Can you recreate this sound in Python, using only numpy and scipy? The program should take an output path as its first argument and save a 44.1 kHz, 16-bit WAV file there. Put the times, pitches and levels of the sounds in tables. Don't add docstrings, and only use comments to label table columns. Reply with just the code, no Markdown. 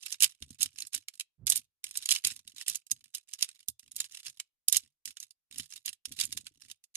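import sys
import numpy as np
from scipy import signal
from scipy.fft import rfft, irfft, next_fast_len
from scipy.io import wavfile

SR = 44100
rng = np.random.default_rng(int(sys.argv[2]) if len(sys.argv) > 2 else 0)


def generate_wav(signal):
    frames = np.transpose(np.atleast_2d(signal))
    scaled = np.clip(frames, -1, 1) * 32767
    pcm = np.round(scaled).astype(np.int16)
    wavfile.write(sys.argv[1], SR, pcm)


N = 306925

# frequency in Hz, relative level in dB.
HISS_COLOUR = [(30, -8), (800, -21), (14000, -20.5)]
# frequency in Hz, time to lose 60 dB in s.
ROOM_DECAY = [(3000, .22), (13000, .1)]
# frequency in Hz, relative level in dB, time to lose 60 dB in s.
TRAY_MODES = [(83.5, -2.5, 0.13), (134, -6.5, 0.16), (246.5, 4, 0.047), (407, -12, .025)]
# time in s, level in dB.
BUMPS = [(.421, -47.5), (.504, -49), (2.244, -54), (2.916, -53), (3.687, -53.5), (5.595, -47.5)]
# frequency in Hz, relative level in dB, time to lose 60 dB in s.
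WALL_MODES = [(940, -6, 0.013), (2778, -10, 0.02), (3852, -6, 0.027), (5160, -5, 0.024), (6620, -5, 0.025),
              (9550, -1, 0.016), (11960, -1.5, 0.011)]
# frequency in Hz, relative level in dB.
BEAD_COLOUR = [(400, -32.5), (700, -33), (1000, -20.5), (1500, -15.5), (2100, -8.5), (2800, -1.5),
               (5300, 0.5), (9800, 2.5), (12500, -4.5), (14200, -15.5), (15200, -41.5)]
# start in s, end in s,
# relative level of the bead rustle in dB, relative level of the rub on the tray floor in dB.
STROKES = [(0, 0.155, -47.5, -79.5), (0.21, 0.265, -31, -63.5), (0.268, 0.364, -59, -90),
           (0.388, 0.558, -61, -69.5), (0.583, 0.668, -42, -59.5), (0.724, .879, -57.5, -71.5),
           (0.919, 0.985, -42.5, -65), (1.124, 1.18, -58, -87.5), (1.47, 1.596, -42.5, -67),
           (1.831, 2.089, -48.5, -74), (2.091, 2.188, -38, -74), (2.236, 2.323, -39.5, -60),
           (2.329, 2.407, -56.5, -71.5), (2.445, 2.551, -60.5, -71), (2.556, 2.632, -46, -79),
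           (2.658, 2.767, -43.5, -67.5), (2.888, 3.108, -61.5, -78.5), (3.134, 3.181, -45.5, -82),
           (3.271, 3.372, -55.5, -87.5), (3.383, 3.467, -44.5, -86.5), (3.473, 3.63, -60, -87.5),
           (3.798, 3.937, -63, -74.5), (3.939, 4.07, -47.5, -69.5), (4.093, 4.206, -49, -81),
           (4.229, 4.305, -46.5, -68), (4.319, 4.434, -62.5, -85), (4.713, 4.784, -35, -62.5),
           (4.788, 4.876, -62, -72), (5.05, 5.116, -48, -70.5), (5.196, 5.247, -49, -84),
           (5.503, 5.659, -49.5, -63), (5.692, 5.786, -49, -80), (5.847, 5.9, -47.5, -75),
           (6.047, 6.16, -55, -57), (6.159, 6.263, -40.5, -60.5), (6.257, 6.421, -55, -60),
           (6.411, 6.58, -65, -70.5), (6.597, 6.721, -55, -70), (6.94, 6.962, -49.5, -77)]
# time in s, level in dB, brightness in dB per octave.
KNOCKS = [(.061, -34, 0), (0.124, -28.5, -1), (0.204, -26, 2), (.423, -37.5, -4), (.505, -45.5, -0.5),
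          (.869, -40, 5), (.947, -25, 4.5), (1.083, -35, -2.5), (1.197, -31, 1), (1.207, -33, -1.5),
          (1.468, -22.5, 2.5), (1.476, -27.5, -2), (1.499, -14.5, 9), (1.521, -21.5, 2.5), (1.841, -31, 1),
          (1.972, -25, 3.5), (2.057, -28, 0), (2.089, -22.5, -1), (2.248, -20, .5), (2.27, -23, 4),
          (2.362, -42, -0.5), (2.476, -41.5, 1.5), (2.681, -23.5, 5), (2.697, -26.5, 4.5),
          (2.755, -27.5, 2.5), (2.866, -50.5, 2.5), (2.914, -20.5, 5), (3.148, -30.5, 6.5),
          (3.335, -33, -0.5), (3.425, -18.5, 0), (3.489, -41, -4), (3.684, -26, 9.5), (3.794, -47, 0),
          (3.916, -42.5, 3), (3.963, -30.5, 7.5), (4.002, -24.5, -1), (4.265, -37.5, -3.5),
          (4.399, -32, -3.5), (5.055, -33, 4), (5.169, -41, -3.5), (5.201, -38, 5), (5.307, -50, 2),
          (5.582, -31.5, 5), (5.597, -34.5, -4), (5.859, -29.5, 6), (5.879, -32.5, -4.5), (5.89, -33.5, -2),
          (5.929, -42, 1.5), (6.054, -32, -1), (6.121, -39.5, 2), (6.252, -30.5, 7), (6.325, -31.5, 0),
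          (6.373, -31, -2), (6.467, -39, -4), (6.713, -39, -0.5), (6.839, -52, 2.5), (6.954, -33.5, 0)]
# start in s, first level in dB,
# brightness in dB per octave, gap between contacts in s, growth in dB per contact.
CLATTERS = [(.222, -15.5, 1.5, 0.01, -0.5), (0.607, -31, 3.5, 0.011, 6.5), (.785, -36, -0.5, 0.018, 1.5),
            (1.558, -23.5, 11.5, 0.0082, -2.5), (2.107, -19, 0.5, .0075, 0), (4.683, -16, 5, 0.042, 0),
            (6.189, -33, 0, .011, 5)]
# time in s, left minus right in dB.
HAND_PLACE = [(.2, -5.5), (.6, -5.5), (1.5, -4.5), (2.15, -4.5), (3.502, -5), (4.2, -3.5), (4.699, -5),
              (5.8, -5.5)]

ROOM_DB = -32
PUFF_S = 1.378
STOP_HZ = 16600


def amp(db):
    return 10 ** (np.asarray(db) / 20)


def unit(x):
    return x / np.sqrt(np.mean(x ** 2) + 1e-20)


def along(points, hz):
    f, v = np.transpose(points)
    return np.interp(np.log(hz + 1), np.log(f + 1), v)


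def fade(t, t60):
    return np.exp(-np.log(1000) * t / t60)


def add(track, s, sound):
    start = max(0, round(s * SR))
    part = track[:, start:start + sound.shape[1]]
    part += sound[:, :part.shape[1]]


def coloured(x, db_of_hz):
    m = 2 * next_fast_len(x.shape[-1])
    gain = amp(db_of_hz(np.fft.rfftfreq(m, 1 / SR)))
    cepstrum = irfft(np.log(gain), m)
    cepstrum[1:m // 2] *= 2
    cepstrum[m // 2 + 1:] = 0
    response = np.exp(rfft(cepstrum))
    return irfft(rfft(x, m) * response, m)[..., :x.shape[-1]]


def ring(t, hz, gain, t60):
    phase = np.exp(2j * np.pi * rng.random(gain.shape))
    modes = np.exp(2j * np.pi * hz[:, None] * t) * fade(t, t60[:, None])
    return ((gain * phase) @ modes).imag


def scattered(start, end, rate):
    count = max(1, round((end - start) * rate))
    marks = np.cumsum(rng.gamma(2, size=count + 1))
    return start + (end - start) * marks[:-1] / marks[-1]


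def hiss(level_db=-96):
    noise = rng.standard_normal((2, N))
    return amp(level_db) * unit(coloured(noise, lambda hz: along(HISS_COLOUR, hz)))


def room(x):
    hz, t, z = signal.stft(rng.standard_normal((2, SR // 3)), SR, nperseg=256)
    decay = fade(t, along(ROOM_DECAY, hz)[:, None])
    tail = signal.istft(z * decay, SR, nperseg=256)[1]
    tail = np.pad(tail / np.linalg.norm(tail[0]), ((0, 0), (SR // 200, 0)))
    return signal.fftconvolve(x[None], tail, axes=1)[:, :N]


def puff(rise_s=0.059, air_t60=0.32, level_db=-47, far_db=-14):
    t = np.clip(np.arange(N) / SR - PUFF_S, 0, None)
    swell = np.clip(t / rise_s, 0, 1) * fade(np.clip(t - rise_s, 0, None), air_t60)
    band = signal.butter(2, [60, 135], "band", fs=SR, output="sos")
    air = unit(signal.sosfilt(band, rng.standard_normal(N)))
    return amp([[level_db + far_db], [level_db]]) * swell * air


def thud(attack_s=0.0017, apart=.45):
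    t = np.arange(SR // 8) / SR
    hz, db, t60 = np.transpose(TRAY_MODES)
    pitches = hz * np.exp(rng.normal(0, .08, len(hz)))
    gains = amp(db + rng.normal(0, 2, (2, len(hz))))
    mid, side = ring(t, pitches, gains, t60)
    onset = 1 - np.exp(-t / attack_s)
    return np.array([mid - apart * side, mid + apart * side]) * onset


def fingers(drag_db=-2, slips_per_s=45, spread_db=4):
    out = np.zeros((2, N))
    for s, db in BUMPS:
        add(out, s, amp(db) * thud())
    for start, end, _, db in STROKES:
        for s in scattered(start, end, slips_per_s):
            uneven_db = spread_db * np.clip(rng.standard_normal(), -2, 2)
            add(out, s, amp(db + drag_db + uneven_db) * thud())
    return out


def own_tone():
    centre, boost_db, octaves = 2200 * 5 ** rng.random(), 8, .1
    return lambda hz: boost_db / (1 + (np.log2((hz + 1) / centre) / octaves) ** 2)


def contact(brightness, ring_t60=0.014, crack_t60=0.0098, wall_db=-13, scatter_db=-22,
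            attack_s=0.003, alike=0.37):
    t = np.arange(SR // 22) / SR
    pitches = rng.uniform(900, 14500, size=22)
    strengths = amp(rng.normal(0, 4, (2, len(pitches))))
    strengths /= np.linalg.norm(strengths, axis=1, keepdims=True)
    spot = ring(t, pitches, strengths, np.full(len(pitches), ring_t60))

    hz, db, t60 = np.transpose(WALL_MODES)
    wall_pitches = hz * (1 + rng.normal(0, 0.036, len(hz)))
    wall_gains = amp(wall_db + db + rng.normal(0, 1, (2, len(hz))))
    walls = ring(t, wall_pitches, wall_gains, t60)

    echoes = amp(scatter_db) * fade(t, .055)
    crack = rng.standard_normal((2, len(t))) * (fade(t, crack_t60) + echoes)
    blow = (spot + walls + crack) * (1 - np.exp(-t / attack_s))
    tone = own_tone()

    def colour(f):
        tilt = brightness * np.log2(np.clip(f, 1500, None) / 6000)
        return along(BEAD_COLOUR, f) + tone(f) + tilt

    near, other = coloured(blow, colour)
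    delayed = np.pad(near, (4, 0))[:len(t)]
    far = alike * delayed + np.sqrt(1 - alike ** 2) * other
    pair = np.array([far, near])
    opening = pair[:, :round(.006 * SR)]
    return pair / np.sqrt(np.mean(opening ** 2, axis=1, keepdims=True))


def settling(settle_s=0.058, settle_db=-17, fall_db=-14, spread_db=4, brightness=-.5, count=6):
    out = np.zeros((2, N))
    kinds = [contact(brightness + rng.normal(0, 2)) for _ in range(24)]
    for _, end, db, _ in STROKES:
        for u in (np.arange(count) + rng.random(count)) / count:
            size = amp(db + settle_db + fall_db * u + spread_db * rng.uniform(-1, 1))
            add(out, end + settle_s * u, size * kinds[rng.integers(len(kinds))])
    return out


def rustle(rate=240, spread_db=9.0, brightness=-1, level_db=-1):
    out = np.zeros((2, N))
    kinds = [contact(brightness + rng.normal(0, 2)) for _ in range(64)]
    for start, end, db, _ in STROKES:
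        density = rate * min(amp(db + 50) ** .6, 1.8)
        count = max(2, round((end - start) * density))
        times = start + (end - start) * (np.arange(count) + rng.random(count)) / count
        push = np.sqrt(np.sin(np.pi * (np.arange(count) + .5) / count))
        uneven = amp(spread_db * np.clip(rng.standard_normal(count), -2, 1.7))
        sizes = unit(push * uneven)
        picks = rng.integers(len(kinds), size=count)
        for s, size, kind in zip(times, sizes, picks):
            add(out, s, amp(db + level_db) * size * kinds[kind])
    return out


def heap_moves(s):
    return any(start + .012 < s < end for start, end, _, _ in STROKES)


def knock(db, brightness, in_stroke, early_db=-16, outside_db=-15, early_s=0.0058,
          rebound_db=-18, rebound_s=.011):
    early, late = rng.uniform(.3, 1.3, 2)
    light = contact(brightness)
    early_gain = amp(db + early_db + (0 if in_stroke else outside_db))
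    return [(-early_s * early, early_gain * light),
            (0, amp(db) * contact(brightness)),
            (rebound_s * late, amp(db + rebound_db) * light)]


def clicks(count=3):
    out = np.zeros((2, N))
    events = list(KNOCKS)
    for s, db, brightness, gap, growth_db in CLATTERS:
        for k in range(count):
            events.append((s + k * gap, db + k * growth_db, brightness))
    for s, db, brightness in events:
        for delay, sound in knock(db, brightness, heap_moves(s)):
            add(out, s + delay, sound)
    return out


def scene():
    beads = clicks() + rustle() + settling()
    ratio = amp(np.interp(np.arange(N) / SR, *np.transpose(HAND_PLACE)))
    balance = np.array([ratio, np.ones(N)]) * np.sqrt(2 / (1 + ratio ** 2))
    left, right = beads * balance
    left = coloured(left, lambda hz: along([(5000, -1), (9500, -7.5)], hz))
    tail = amp(ROOM_DB) * room(beads[1])
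    return np.array([left, right]) + tail + fingers() + puff() + hiss()


def record(dry):
    rounded = dry / (1 + np.abs(dry / .68) ** 4) ** (1 / 4)
    low_pass = signal.cheby2(12, 70, STOP_HZ, fs=SR, output="sos")
    return signal.sosfilt(low_pass, rounded)


dry = scene()
out = record(dry)
generate_wav(out)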